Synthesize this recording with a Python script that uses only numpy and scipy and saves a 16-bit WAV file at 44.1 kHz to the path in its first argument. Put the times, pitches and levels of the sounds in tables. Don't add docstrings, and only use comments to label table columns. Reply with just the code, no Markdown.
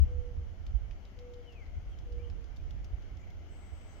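import sys
import numpy as np
from scipy import signal
from scipy.fft import rfft, irfft
from scipy.io import wavfile
from scipy.ndimage import uniform_filter1d

SR = 44100
rng = np.random.default_rng(int(sys.argv[2]) if len(sys.argv) > 2 else 0)


def int16_out(signal):
    q = np.round(np.clip(np.atleast_2d(signal).T, -1, 1) * 32767)
    wavfile.write(sys.argv[1], SR, q.astype(np.int16))


N = 176400

# (time [s], level [dB], gap to second crack [s], second crack against first [dB],
# treble tilt [dB/octave], wood ring [Hz])
BITES = [(0.666, -51.5, 0.0026, -19, -1, 4400), (0.9102, -51.5, 0.005, -11, -5, 2680),
         (1.052, -60.5, .0015, 4, -3, 4270), (1.1898, -54, 0.0062, -6, -2, 4900),
         (1.337, -57.5, 0.0049, -1, -3, 3880), (1.5237, -62, 0.0075, -1, 1.5, 4930),
         (1.656, -64.5, .0075, 2, -5, 4540), (1.987, -57, .0028, -2, -1, 5000),
         (2.1238, -58, 0.0037, -7, 0, 4540), (2.3002, -54, 0.0068, -13, -3.5, 5370),
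         (2.4428, -60, 0.0025, -6, 1, 5300), (2.5628, -58, 0.0067, 2, -1, 4900),
         (2.7085, -52, 0.0013, -14, 0, 5600), (2.8452, -53.5, 0.0055, -6, 0, 5500),
         (3.023, -61.5, 0.0073, -6, -3, 5800), (3.171, -61, 0.0026, -4, -3, 6040),
         (3.3027, -62.5, 0.0035, -4, 1, 5570)]
# (frequency [Hz], relative level [dB])
CRACK_EQ = [(500, -22), (1200, -10), (2200, -5), (3200, 2), (4200, -2), (5500, -2), (6800, -5), (8000, -20),
            (9500, -22), (11200, -16.5), (15500, -19)]
CRACK_RISE_S, CRACK_DECAY_S, SPLINTER_DECAY_S, SPLINTER_DB = 0.00017, 0.00086, 0.0054, -10
RING_DB, RING_WIDTH_HZ = 6.5, 510
BITE_PAN_DB, BITE_ECHO_DB = 6, -8

# (start [s], hold [s], pitch [Hz], level [dB], tail peak after the hold [s])
COOS = [(.05, 0.27, 494, -53, 0.088), (1.155, .27, 492, -53, 0.093), (2.035, 0.251, 486, -55, 0.12)]
COO_RISE_S, COO_FALL_S, COO_SAG_HZ_PER_S, COO_DROP_HZ = 0.073, 0.059, 13.4, 3.96
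COO_TAIL_DB, COO_TAIL_S, COO_TAIL_SAG_HZ_PER_S, COO_ECHO_DB = -9.5, 0.058, 98, -14

# (time [s], pitch [Hz], level [dB])
WHISTLE = [(1.36, 3600, -95), (1.44, 3200, -79), (1.485, 2990, -63.5), (1.53, 2670, -73),
           (1.555, 2600, -69), (1.585, 2380, -66), (1.62, 2120, -64.5), (1.65, 1970, -67)]
# (start [s], length [s], first pitch [Hz], last pitch [Hz], level [dB])
CHIRPS = [(1.903, 0.055, 3220, 3170, -71.5), (2.17, 0.063, 2130, 2540, -68.5),
          (2.214, 0.064, 2780, 2940, -70), (2.219, 0.058, 3160, 3140, -70.5),
          (2.403, 0.035, 2370, 2520, -77), (2.521, 0.03, 2250, 2510, -73), (2.586, 0.032, 2320, 2540, -74),
          (2.77, 0.032, 2280, 2450, -75.5), (2.942, 0.057, 2230, 2400, -76),
          (3.193, 0.078, 2450, 2193, -72), (3.654, 0.1, 5800, 6070, -85)]
BIRD_PAN_DB, BIRD_ECHO_DB = 7, -7

# (centre [s], half length [s], pitch [Hz], width [Hz], level [dB], pan [dB])
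LISPS = [(1.905, 0.033, 8500, 700, -89, 5), (3.212, .025, 6800, 600, -77, 1),
         (3.915, .035, 6300, 650, -73, -9)]
# (time [s], level [dB])
CHORUS_FADER = [(0, -78.5), (.7, -84), (.9, -71), (1.15, -77), (1.8, -76.5), (2.1, -81.5), (2.9, -78.5),
                (3.3, -72), (3.7, -73), (4.0, -71.5)]
CHORUS_HZ, CHORUS_WIDTH_HZ, CHORUS_FLUTTER_DB = 2137, 220, 3

# (frequency [Hz], relative level [dB])
MOTOR_HISS_EQ = [(200, 10.5), (600, 11.5), (1400, 5.5), (3000, -8), (5000, -27), (7200, -11), (7900, 1),
                 (8400, -6), (9200, -43), (11000, -32), (15500, -17)]
MOTOR_START_S, MOTOR_RISE_S, MOTOR_HISS_DB, MOTOR_PAN_DB = 3.48, 0.049, -62, 34
WHINE_HZ, WHINE_DB = 7880, -74

# (time [s], level [dB], pan [dB])
GUSTS = [(0, -17.5, -1), (.08, -37, -2.5), (.18, -36.5, -10), (.29, -42, -2), (.40, -34, -5),
         (.55, -46.5, -8.5), (.72, -38.5, -6.5), (.92, -41, -8), (1.0, -46.5, 6.5), (1.6, -48, 2),
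         (1.77, -39, 8), (1.92, -42.5, -1.5), (2.2, -38.5, -7), (2.5, -46, -10.5), (2.75, -37.5, -5.5),
         (3.07, -44.5, -6), (3.2, -42.5, -9), (3.45, -45.5, -1.5), (4.0, -45.5, -1.5)]
# (frequency [Hz], relative level [dB])
RUMBLE_EQ = [(10, -17.5), (25, -5.5), (40, 0), (62, -3.5), (80, -2.5), (100, -11), (130, -20), (200, -31),
             (400, -45.5), (1000, -97)]
# (centre [s], half length [s], pitch [Hz], left level [dB], right level [dB])
BUFFETS = [(.02, .028, 66.6, -11, -26), (0.168, 0.023, 67, -39, -31), (.40, 0.021, 72.2, -33, -28.5),
           (0.683, 0.017, 56.6, -29.5, -26.5), (0.759, 0.014, 56.5, -34, -17.5),
           (1.788, 0.026, 71, -34, -37), (2.944, 0.01, 58, -35, -21), (3.739, 0.017, 69.4, -45, -33)]

# (frequency [Hz], relative level [dB])
RIVER_EQ = [(88, -31), (150, -2.5), (221, -7), (320, -8.5), (462, -11), (736, -11), (1000, -20),
            (1370, -17.5), (1830, -22), (2180, -20), (2500, -25.5), (3040, -20), (3690, -30.5), (6110, -30),
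            (6730, -31.5), (7560, -46.5), (9540, -49), (11100, -45), (15500, -45.5)]
# (time [s], level before RIVER_GAIN_DB [dB])
RIVER_FADER = [(0.1, -71.5), (0.47, -72.5), (3.41, -71.5), (3.55, -71), (3.95, -70)]
# (frequency [Hz], pan [dB])
RIVER_PAN = [(150, 5), (640, 5), (1400, 3), (3100, 6), (6300, -1.5), (8000, 8), (10000, -1), (15000, 7.5)]
# (frequency [Hz], left-right correlation [0-1])
RIVER_CORRELATION = [(150, 0.77), (300, 0.96), (640, 0.38), (1400, 0.066), (15000, .05)]
RIVER_GAIN_DB, RIVER_PATCH_DB = 12, 0.91

# (frequency [Hz], time to fall 60 dB [s])
ECHO_DECAY = [(200, 0.8), (1000, 0.61), (3000, 0.37), (8000, 0.081), (16000, 0.063)]
HIGH_CUT_HZ = 15750


def beaver():
    size, lead = 2048, 256
    t, hz, out = np.arange(size) / SR, np.fft.rfftfreq(size, 1 / SR), np.zeros((2, N))
    decay = np.exp(-t / CRACK_DECAY_S) + amp(SPLINTER_DB) * np.exp(-t / SPLINTER_DECAY_S)
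    envelope = (1 - np.exp(-t / CRACK_RISE_S)) * decay
    octaves = np.log2(np.maximum(hz, 1000) / 4500)
    for s, db, gap, second_db, tilt_db, ring_hz in BITES:
        ring_db = RING_DB / (1 + ((hz - ring_hz) / RING_WIDTH_HZ) ** 2)
        colour = amp(at_hz(CRACK_EQ, hz) + tilt_db * octaves + ring_db)
        for onset, crack_db in ((s, db), (s + gap, db + second_db)):
            fibres = rng.standard_normal((2, size)) + 0.84 * rng.standard_normal(size)
            crack = irfft(rfft(np.roll(fibres * envelope, lead)) * colour)
            crack *= np.linalg.norm(envelope) / np.linalg.norm(crack, axis=1, keepdims=True)
            add(out, onset - lead / SR, amp(crack_db) * crack)
    return out * pan(BITE_PAN_DB) + amp(BITE_ECHO_DB) * bank_echo(out.mean(0))


def dove():
    out, t = np.zeros(N), np.arange(SR) / SR
    for s, hold, top_hz, db, tail_after in COOS:
        hz = top_hz - COO_SAG_HZ_PER_S * t - COO_DROP_HZ * np.minimum(t / hold, 1) ** 2
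        hz -= COO_TAIL_SAG_HZ_PER_S * np.maximum(t - hold, 0)
        body = np.minimum(t / COO_RISE_S, 1) * np.clip((hold - t) / COO_FALL_S + .5, 0, 1)
        tail = amp(COO_TAIL_DB) * np.exp(-((t - hold - tail_after) / COO_TAIL_S) ** 2)
        add(out, s, amp(db) * (body + tail) * tone(hz))
    return out * pan(0.34) + amp(COO_ECHO_DB) * bank_echo(out)


def bird_note(hz, waver):
    drift = unit(uniform_filter1d(rng.standard_normal(N), size=200))[:len(hz)]
    return tone(hz * (1 + waver * drift))


def songbird():
    out, t = np.zeros(N), np.arange(WHISTLE[0][0], WHISTLE[-1][0], 1 / SR)
    envelope = amp(curve(WHISTLE, t, column=2)) * signal.windows.tukey(len(t), .08)
    add(out, t[0], bird_note(curve(WHISTLE, t), waver=0.006) * envelope)
    for s, length, first_hz, last_hz, db in CHIRPS:
        hz = np.linspace(first_hz, last_hz, round(length * SR))
        add(out, s, amp(db) * bird_note(hz, waver=0.014) * np.hanning(len(hz)))
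    return out * pan(BIRD_PAN_DB) + amp(BIRD_ECHO_DB) * bank_echo(out)


def far_birds():
    flutter_db = CHORUS_FLUTTER_DB * unit(uniform_filter1d(rng.standard_normal(N), size=2500))
    out = noise_band(CHORUS_HZ, CHORUS_WIDTH_HZ) * amp(curve(CHORUS_FADER, T) + flutter_db)
    for s, half_length, hz, width_hz, db, pan_db in LISPS:
        out += amp(db) * pan(pan_db) * noise_band(hz, width_hz) * swell(s, half_length)
    return out


def lens_motor():
    whine = amp(WHINE_DB) * np.sqrt(2) * np.sin(2 * np.pi * WHINE_HZ * T)
    hiss = amp(MOTOR_HISS_DB) * noise(MOTOR_HISS_EQ)
    fade_in = np.clip((T - MOTOR_START_S) / MOTOR_RISE_S, 0, 1)
    return (whine + hiss) * fade_in * amp([[0], [-MOTOR_PAN_DB]])


def wind():
    rumble = np.array([noise(RUMBLE_EQ), noise(RUMBLE_EQ)])
    out = rumble * amp(curve(GUSTS, T)) * pan(curve(GUSTS, T, column=2))
    for s, half_length, hz, left_db, right_db in BUFFETS:
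        phase = rng.random() + 0.11 * rng.standard_normal((2, 1))
        thump = swell(s, half_length) * np.sin(2 * np.pi * (hz * (T - s) + phase))
        out += amp([[left_db], [right_db]]) * thump
    return out


def river():
    frames, hz = N // 256 + 5, np.fft.rfftfreq(1024, 1 / SR)
    draws = rng.standard_normal((5, len(hz), frames))
    left, spread = draws[0] + 1j * draws[1], draws[2] + 1j * draws[3]
    patches = uniform_filter1d(draws[4], size=10, axis=0)
    patches = unit(uniform_filter1d(patches, size=14, axis=1))
    correlation = at_hz(RIVER_CORRELATION, hz)[:, None]
    right = correlation * left + np.sqrt(1 - correlation ** 2) * spread
    colour = amp(at_hz(RIVER_EQ, hz)[:, None] + RIVER_PATCH_DB * patches)
    spectra = np.array([left, right]) * colour * pan(at_hz(RIVER_PAN, hz))[:, :, None]
    wash = signal.istft(spectra, nperseg=1024, noverlap=768)[1][:, :N]
    return unit(wash) * amp(RIVER_GAIN_DB + curve(RIVER_FADER, T))


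def bank_echo(x):
    hz, t, spectra = signal.stft(rng.standard_normal((2, SR)), SR, nperseg=256)
    decay = amp(-60 * t / at_hz(ECHO_DECAY, hz)[:, None])
    tail = signal.istft(spectra * decay, SR, nperseg=256)[1]
    return signal.fftconvolve(x[None], tail / np.linalg.norm(tail[0]), axes=1)[:, :N]


def tone(hz):
    return np.sqrt(2) * np.sin(2 * np.pi * np.cumsum(hz) / SR)


def noise(eq):
    colour = amp(at_hz(eq, np.fft.rfftfreq(N, 1 / SR)))
    return unit(irfft(rfft(rng.standard_normal(N)) * colour, N))


def noise_band(hz, width_hz):
    colour = np.exp(-((np.fft.rfftfreq(N, 1 / SR) - hz) / width_hz) ** 2)
    return unit(irfft(rfft(rng.standard_normal((2, N))) * colour, N))


def swell(centre_s, half_length_s):
    return np.exp(-((T - centre_s) / half_length_s) ** 2)


def amp(db):
    return 10 ** (np.asarray(db) / 20)


def unit(x):
    return x / np.sqrt(np.mean(x ** 2) + 1e-30)


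def at_hz(points, hz):
    f, value = np.transpose(points)
    return np.interp(np.log(hz + 1), np.log(f + 1), value)


def curve(rows, t, column=1):
    rows = np.array(rows)
    return np.interp(t, rows[:, 0], rows[:, column])


def pan(db):
    return amp(np.array([[.5], [-.5]]) * db)


def add(mix, s, sound):
    part = mix[..., max(round(s * SR), 0):][..., :sound.shape[-1]]
    part += sound[..., :part.shape[-1]]


def scene():
    return beaver() + dove() + songbird() + far_birds() + river() + wind() + lens_motor()


def record(dry):
    high_cut = signal.firwin(511, HIGH_CUT_HZ, window=("kaiser", 9), fs=SR)
    return signal.oaconvolve(dry, high_cut[None], "same")


T = np.arange(N) / SR
dry = scene()
out = record(dry)
int16_out(out)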